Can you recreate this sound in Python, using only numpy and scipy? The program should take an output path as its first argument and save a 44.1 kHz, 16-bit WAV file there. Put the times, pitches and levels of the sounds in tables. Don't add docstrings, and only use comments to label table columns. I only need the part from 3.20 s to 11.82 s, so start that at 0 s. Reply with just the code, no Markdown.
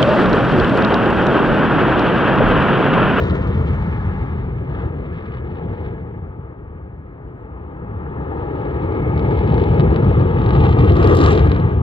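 import sys
import numpy as np
from scipy import signal
from scipy.fft import rfft, irfft, next_fast_len
from scipy.io import wavfile
from scipy.ndimage import uniform_filter1d, minimum_filter1d, map_coordinates

SR = 44100
rng = np.random.default_rng(int(sys.argv[2]) if len(sys.argv) > 2 else 0)


def wav_out(sig):
    wavfile.write(sys.argv[1], SR, np.round(np.clip(np.atleast_2d(sig).T, -1, 1) * 32767).astype(np.int16))


N = 380132

# t/s, level/dB, lift of its deepest part/dB
RUMBLE_LEVELS = [(0, -16, -9), (.45, -17, -1.5), (.9, -19.5, 5), (1.2, -21, 2.5), (1.8, -25, 7),
                 (2.05, -25.5, -2), (2.5, -25, -3), (3, -29, 0.5), (3.45, -35.5, 7.5), (4.4, -35.5, 10),
                 (4.75, -26, -4), (5.3, -27, 3.5), (5.9, -18, -8), (6.25, -13.5, -5), (6.6, -11.5, -8.5),
                 (7.15, -15, 3.5), (7.35, -10, -5), (8.1, -9.5, -3.5), (8.62, -14, -5.5)]
# f/Hz, relative level/dB
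RUMBLE_COLOUR = [(13, -55), (22, -29), (52, -4), (76, 1), (107, -1.5), (161, -2.5), (205, -5.5),
                 (260, -15.5), (300, -27), (390, -39.5), (660, -120)]

# t/s, low roar level/dB, middle level/dB, treble level/dB
ROAR_LEVELS = [(0.0, -21.5, -36.5, -46), (0.1, -26, -34, -50), (0.2, -28.5, -38, -52),
               (0.46, -30.5, -39, -53), (0.77, -36, -39, -57), (1.1, -35.5, -42, -58),
               (1.44, -34, -49, -65), (1.61, -32.5, -39, -56.5), (1.73, -32.5, -48, -66),
               (1.9, -35, -47, -64.5), (2.02, -37, -45, -61), (2.23, -36.5, -48.5, -68.5),
               (2.38, -32.5, -47.5, -64), (2.46, -32, -48.5, -65.5), (2.6, -34.5, -47, -63.5),
               (2.83, -35.5, -51, -71.5), (3.27, -41.5, -54.5, -78), (3.82, -43.5, -57, -79),
               (4.61, -37.5, -48, -73.5), (4.9, -34, -44.5, -69), (5.3, -27, -43, -59.5),
               (5.6, -27, -41.5, -61), (5.91, -24.5, -42, -58.5), (6.1, -24, -41, -54),
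               (6.43, -20.5, -40.5, -50), (6.65, -22, -38, -54), (7.03, -22, -37, -52),
               (7.08, -23.5, -38, -56), (7.28, -25, -35.5, -48.5), (7.44, -22.5, -36.5, -48.5),
               (7.71, -18.5, -35, -45.5), (7.78, -19, -31, -46), (7.92, -13, -29, -41),
               (8.04, -16, -25, -36.5), (8.16, -19, -34.5, -39.5), (8.31, -23.5, -34, -54),
               (8.45, -27, -39, -56), (8.62, -29, -45, -61.5)]
# f/Hz, relative level/dB
NEAR_COLOUR = [(150, -31), (250, -4), (380, 3), (520, -2.5), (650, -5.5), (750, -10), (790, -6.5),
               (870, -6.5), (1000, -9.5), (1200, -7.5), (1600, -15), (2500, -22), (3100, -26.5),
               (3800, -29.5), (4500, -37), (5200, -39.5), (6100, -38), (7000, -40), (9000, -48.5),
               (11000, -60), (14500, -60.5)]
NEAR_MIDDLE_DB, NEAR_TREBLE_DB = -7, -14.5
ROAR_MAKEUP_DB = 22.0
ROAR_WAVER_DB = 0.13
# t/s, then the lift/dB of each band from low to high
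BAND_DRIFT = [(0, -8.5, -3.5, 1.5, -1), (.3, -4.5, 0.5, -0.5, -0.5), (0.699, 3.5, -2, 0.5, 4),
              (1.1, 2.5, -1.5, -0.5, 3), (1.449, -4, -0.5, 1, 4.5), (1.65, 1, 0, 1, -3.5),
              (1.9, -10, -0.5, 1.5, 5.5), (2.3, 2, -2.5, 1, 2), (2.6, 1.5, -3, 3, 3), (3.2, 4.5, 2.5, 0, 2),
              (3.8, 0.5, 1.5, 3, 3), (4.5, 5.5, 0.5, -2.5, -1), (4.8, 4, 3.5, -1, -2.5),
              (5.1, 6, 3, 1.5, -2), (5.4, 1.5, 0, 1.5, -1), (5.8, 2, 4, 1.5, 8.5), (6.399, 4.5, -2, 2.5, 4),
              (7.001, -3.5, -1, -1.5, -1.5), (7.45, 5.5, 1, -2.5, -3), (7.7, -8, -1, -0.5, -0.5),
              (7.95, -3.5, 6, -0.5, -9), (8.2, -5, -2.5, 2, 0.5), (8.62, 3, 4, 0.5, -1)]
BAND_HZ, BAND_WIDTH = (840, 1190, 1660, 2220), (0.11, 0.092, 0.09, 0.078)
# t/s, lift/dB
HISS_BLOOM = [(0, -1), (.3, -6), (.6, -4.5), (1.2, -5.5), (2.6, -6), (5.2, 1), (5.8, 3), (6.4, 2), (6.9, 7),
              (7.3, -4.5), (7.72, -2.5), (7.82, 13.5), (8.2, -1), (8.3, 12), (8.62, 3)]
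HISS_HZ = 5500
# f/Hz, level/dB
SCATTER_SHARE = [(150, -39.5), (400, -17.5), (800, -7.5), (1300, -12), (3000, -4), (6000, -0.5)]

# start t/s, level/dB before OPEN_AIR_DB
SHOCK_FRONTS = [(0.0214, -38), (0.0368, -35), (0.0982, -32), (0.1074, -35), (0.2713, -44), (0.624, -41),
                (0.9138, -48), (1.1513, -51), (1.6014, -46), (1.9739, -48), (2.0068, -46), (2.0584, -46),
                (2.1405, -43), (2.1484, -43), (2.1705, -42), (2.3491, -49), (2.3544, -47), (2.385, -48),
                (2.5301, -51), (2.5774, -49), (2.6114, -49), (5.3552, -50), (5.4186, -51), (5.451, -45),
                (5.5079, -51), (5.5637, -51), (5.6595, -50), (5.7224, -43), (5.7503, -46), (5.8241, -49),
                (5.9558, -48), (5.9768, -36), (5.9933, -35), (6.0257, -45), (6.086, -44), (6.108, -39),
                (6.1394, -43), (6.1724, -37), (6.1898, -34), (6.204, -42), (6.2362, -42), (6.267, -43),
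                (6.2756, -35), (6.2924, -39), (6.302, -40), (6.322, -38), (6.3415, -33), (6.3789, -31),
                (6.3974, -35), (6.417, -37), (6.4378, -31), (6.4867, -38), (6.5161, -41), (6.5435, -40),
                (6.5584, -44), (6.5959, -27), (6.6049, -29), (6.6408, -42), (6.7041, -41), (6.7426, -37),
                (6.76, -27), (6.8234, -41), (6.8444, -40), (6.8907, -44), (6.9266, -45), (6.996, -39),
                (7.0074, -38), (7.1511, -42), (7.1866, -38), (7.216, -34), (7.2609, -30), (7.2898, -32),
                (7.3058, -26), (7.3507, -30), (7.3624, -32), (7.4026, -33), (7.438, -30), (7.4504, -30),
                (7.4664, -32), (7.5268, -30), (7.5877, -32), (7.7189, -31), (7.7667, -29), (7.8271, -28),
                (7.8436, -26), (7.8725, -23), (7.9464, -26), (7.9503, -19), (7.956, -29), (7.9688, -16),
                (7.9748, -28), (7.982, -29), (7.9887, -19), (8.0034, -22), (8.0122, -19), (8.0381, -19),
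                (8.047, -24), (8.0606, -17), (8.085, -27), (8.108, -24), (8.1294, -24), (8.1504, -26),
                (8.1758, -25), (8.1928, -27), (8.2716, -35), (8.2954, -33), (8.316, -24), (8.3464, -34),
                (8.3619, -33), (8.3983, -35), (8.4502, -45), (8.4921, -46)]
# t/s, rise time/ms
FRONT_ROUNDING = [(0, .08), (.6, .16), (2.6, .19), (5.4, .15), (5.97, .11), (6.1, .14), (6.5, .14),
                  (6.9, .135), (7.25, .14), (7.47, .16), (7.55, .12), (7.77, .07), (7.84, .085),
                  (7.87, .035), (7.97, .015), (7.99, .055), (8.06, .055), (8.13, .09), (8.3, .13),
                  (8.62, .15)]
OPEN_AIR_DB = 3.5
FRONT_BODY_DB, RECOVERY_MS = -16, .35
RING_HZ, RING_WIDTH_HZ, RING_GAIN = 4250, 1100, .9
RATTLE_DB = -5

# t/s, ground echo delay/ms, ground echo level/dB,
# lag of the right port/ms, crackle level/dB ahead of its filter
SKY_PATH = [(0, 2.15, -15, 0.19, 2), (1, 2.394, -11, 0.21, -5), (2.3, 2.347, -8.5, 0.22, 6),
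            (4, 2.42, -16.5, .23, -11), (4.8, 2.335, -11.5, 0.24, -5.5), (5.5, 2.334, -7, 0.23, -1.5),
            (6.3, 2.33, -9.5, 0.24, -1), (6.9, 2.324, -8.5, .24, -8.5), (7.5, 2.49, -6, .24, 5.5),
            (8.1, 2.456, -8.5, 0.25, -3), (8.62, 2.45, -7.5, 0.25, -6.5)]
# f/Hz, weaker by/dB, phase lag/rad
RIGHT_SHADE = [(60, 1.5, 0.19), (212, 1, -0.041), (250, -0.5, .55), (397, 3.5, 0.49), (756, 6.5, 0.7),
               (1050, 6.5, -0.1), (1400, 3, -0.21), (1700, -1, -0.15), (2030, 0.5, 0.03),
               (2930, -0.5, -0.019), (4800, 1.5, 0.31), (9000, -1, 0.12)]
# delay/ms, gain (negative = inverted), best returned f/Hz
NEAR_SURFACES = [
    [(1.0, 0.14, 896), (3.2, 0.019, 484), (5.6, -0.068, 291.6)],
    [(.95, 0.24, 934), (2.7, 0.085, 1202), (5.0, -0.33, 830), (5.6, -0.0000095, 200)],
]

# middle t/s, level/dB ahead of the bushes
BIRD_CHIRPS = [(1.42, -85), (4.19, -86)]
CHIRP_S, CHIRP_HZ, CHIRP_FALL_HZ = 0.053, 7500, 80
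TRILL_HZ, TRILL_DEPTH_HZ, PITCH_WAVER_HZ = 100, 300, 120

MIRROR_HZ, TOP_HZ = 9600, 14900
EDGE_S = .002


def amp(db):
    return 10 ** (np.asarray(db) / 20)


def unit(x):
    return x / np.sqrt(np.mean(x ** 2) + 1e-20)


def along(points, hz, column=1):
    table = np.transpose(points)
    return np.interp(np.log(hz + 1), np.log(table[0] + 1), table[column])


def curves(rows, t=None):
    s, *columns = np.transpose(rows)
    times = np.arange(N) / SR if t is None else t
    return [np.interp(times, s, column) for column in columns]


def wobble(rate):
    knots = rng.standard_normal(int(N * rate / SR) + 4)
    return map_coordinates(knots, [np.arange(N) * rate / SR])


def filtered(x, response):
    edge = SR // 20
    m = next_fast_len(N + SR // 2)
    wide = np.pad(x, [(0, 0)] * (x.ndim - 1) + [(edge, edge)], mode="reflect")
    shaped = irfft(rfft(wide, m) * response(np.fft.rfftfreq(m, 1 / SR)), m)
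    return shaped[..., edge:edge + N]


def delayed(x, ms):
    return map_coordinates(x, [np.arange(N) - ms * SR / 1000], mode="nearest")


def log_bump(hz, centre_hz, width):
    return np.exp(-(np.log((hz + 1) / centre_hz) / width) ** 2)


def rumble():
    level_db, deep_db = curves(RUMBLE_LEVELS)
    low = unit(filtered(rng.standard_normal(N), lambda hz: amp(along(RUMBLE_COLOUR, hz))))
    deep = filtered(low, lambda hz: 1 / (1 + (hz / 62) ** 6))
    return amp(level_db) * (low - deep + amp(deep_db) * deep)


def roar():
    source = rng.standard_normal((3, N))
    source[0] += crackle()
    source *= amp(ROAR_WAVER_DB * wobble(9.1))
    hz, t, spectra = signal.stft(source, SR, nperseg=512)
    roar_db, middle_db, treble_db = curves(ROAR_LEVELS, t)
    colour_db = along(NEAR_COLOUR, hz)[:, None] + air_path(hz, t, roar_db, middle_db, treble_db)
    spectra = spectra * amp(colour_db) * turbulence(hz, spectra.shape[1:])
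    spectra *= amp(roar_db + ROAR_MAKEUP_DB)
    spectra[1:] *= amp(along(SCATTER_SHARE, hz))[:, None]
    return signal.istft(spectra, SR, nperseg=512)[1][:, :N]


def crackle():
    rate = 700 * amp(7.2 * wobble(40))
    struck = rng.random(N) < rate / SR
    heights = amp(np.minimum(4 * rng.exponential(size=N), 15))
    impulses = struck * heights
    steps = filtered(impulses, lambda hz: 1j * (hz / 2600) ** 2 / (1 + (hz / 4000) ** 2))
    return amp(curves(SKY_PATH)[3]) * steps / np.sqrt(np.mean(impulses ** 2))


def air_path(hz, t, roar_db, middle_db, treble_db):
    slope = (np.minimum(hz, 9000) / 3300) ** 1.08
    bend = log_bump(hz, 1500, .5)
    loss_db = treble_db - roar_db - NEAR_TREBLE_DB
    bend_db = middle_db - roar_db - NEAR_MIDDLE_DB
    air_db = np.outer(np.maximum(slope - 1, 0), uniform_filter1d(loss_db, size=40))
    air_db += np.outer(np.minimum(slope, 1) * (1 - bend), loss_db)
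    air_db += np.outer(bend, bend_db)
    for centre_hz, width, band_db in zip(BAND_HZ, BAND_WIDTH, curves(BAND_DRIFT, t)):
        air_db += np.outer(log_bump(hz, centre_hz, width), band_db)
    hiss_share = 1 - 1 / (1 + (hz / HISS_HZ) ** 4)
    return air_db + np.outer(hiss_share, curves(HISS_BLOOM, t)[0])


def turbulence(hz, shape):
    field = uniform_filter1d(rng.standard_normal(shape), size=24, axis=0)
    field = uniform_filter1d(field, size=5, axis=1)
    return amp(1.1 * unit(field) * np.sqrt(hz / 4000)[:, None])


def ports(direct, scattered):
    echo_ms, echo_db, lag_ms, _ = curves(SKY_PATH)
    grass = filtered(direct, lambda hz: 1 / (1 + 1j * hz / 9000))
    heard = direct + amp(echo_db) * delayed(grass, echo_ms)
    pair = np.array([heard, delayed(heard, lag_ms)]) + scattered

    def port_response(hz):
        shade = amp(-along(RIGHT_SHADE, hz)) * np.exp(-1j * along(RIGHT_SHADE, hz, column=2))
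        left = near_reflections(hz, NEAR_SURFACES[0])
        right = near_reflections(hz, NEAR_SURFACES[1]) * shade
        return np.array([left, right])

    return filtered(pair, port_response)


def near_reflections(hz, surfaces):
    response = 1
    for ms, gain, best_hz in surfaces:
        band = 1 / (1 + (1.13 * np.log((hz + 1) / best_hz)) ** 2)
        response = response + gain * np.exp(-2j * np.pi * hz * ms / 1000) * band
    return response


def shocks():
    out = np.zeros(N + SR)
    ms = np.arange(-128, 128) / SR * 1000
    slow = 1 / (1 + (np.fft.rfftfreq(len(ms), 1 / SR) / 3000) ** 6)
    for s, db in SHOCK_FRONTS:
        rise_ms = curves(FRONT_ROUNDING, s)[0]
        spike = rfft(-np.log(ms ** 2 + rise_ms ** 2) * np.exp(-(ms / RECOVERY_MS) ** 2))
        edge, body = irfft((1 - slow) * spike), irfft(slow * spike)
        front = (edge + amp(FRONT_BODY_DB) * body) / np.abs(edge).max()
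        out[round(s * SR) - 72:][:len(ms)] += amp(db + OPEN_AIR_DB) * front

    def ringing(hz):
        damping = 1j * hz * RING_WIDTH_HZ
        return 1 + RING_GAIN * damping / (RING_HZ ** 2 - hz ** 2 + damping)

    return filtered(out[:N], ringing)


def bushes(x):
    t = np.arange(SR // 40) / SR
    decay = amp(-60 * t / 0.051) * (t > .0004)
    tail = rng.standard_normal((2, len(t))) * decay
    return signal.fftconvolve(x[None], tail / np.linalg.norm(tail[0]), axes=1)[:, :N]


def bird():
    t, out = np.arange(N) / SR, np.zeros(N)
    trill = TRILL_DEPTH_HZ * np.sin(2 * np.pi * TRILL_HZ * t)
    for s, db in BIRD_CHIRPS:
        u = np.clip((t - s) / CHIRP_S, -4, 4)
        hz = CHIRP_HZ - CHIRP_FALL_HZ * u + trill + PITCH_WAVER_HZ * wobble(150)
        out += amp(db) * np.exp(-u ** 2) * np.sin(2 * np.pi * np.cumsum(hz) / SR)
    return bushes(out)


def scene():
    direct, *scattered = roar()
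    fronts = shocks()
    jet = rumble() + direct + fronts
    rattle = amp(RATTLE_DB) * bushes(fronts)
    return ports(jet, np.array(scattered) + rattle) + bird()


def record(dry):
    needed = np.minimum(1, 0.9 / (np.abs(dry).max(axis=0) + 1e-9))
    sound = dry * uniform_filter1d(minimum_filter1d(needed, size=1200), size=600)
    mirrored = amp(-63.0) * sound * np.cos(2 * np.pi * MIRROR_HZ * np.arange(N) / SR)
    noise = rng.standard_normal(dry.shape)
    self_noise = amp(-100) * filtered(noise, lambda hz: 0.8 + 0.7 / (1 + (hz / 9500) ** 8))
    samples_to_end = np.minimum(np.arange(N), np.arange(N)[::-1])
    fade = np.clip(samples_to_end / (EDGE_S * SR), 0, 1)

    def microphone(hz):
        bass_cut = 1 - 1 / (1 + (hz / 36) ** 4)
        return bass_cut / (1 + (hz / TOP_HZ) ** 60)

    return fade * filtered(sound + mirrored + self_noise, microphone)


dry = scene()
out = record(dry)
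wav_out(out)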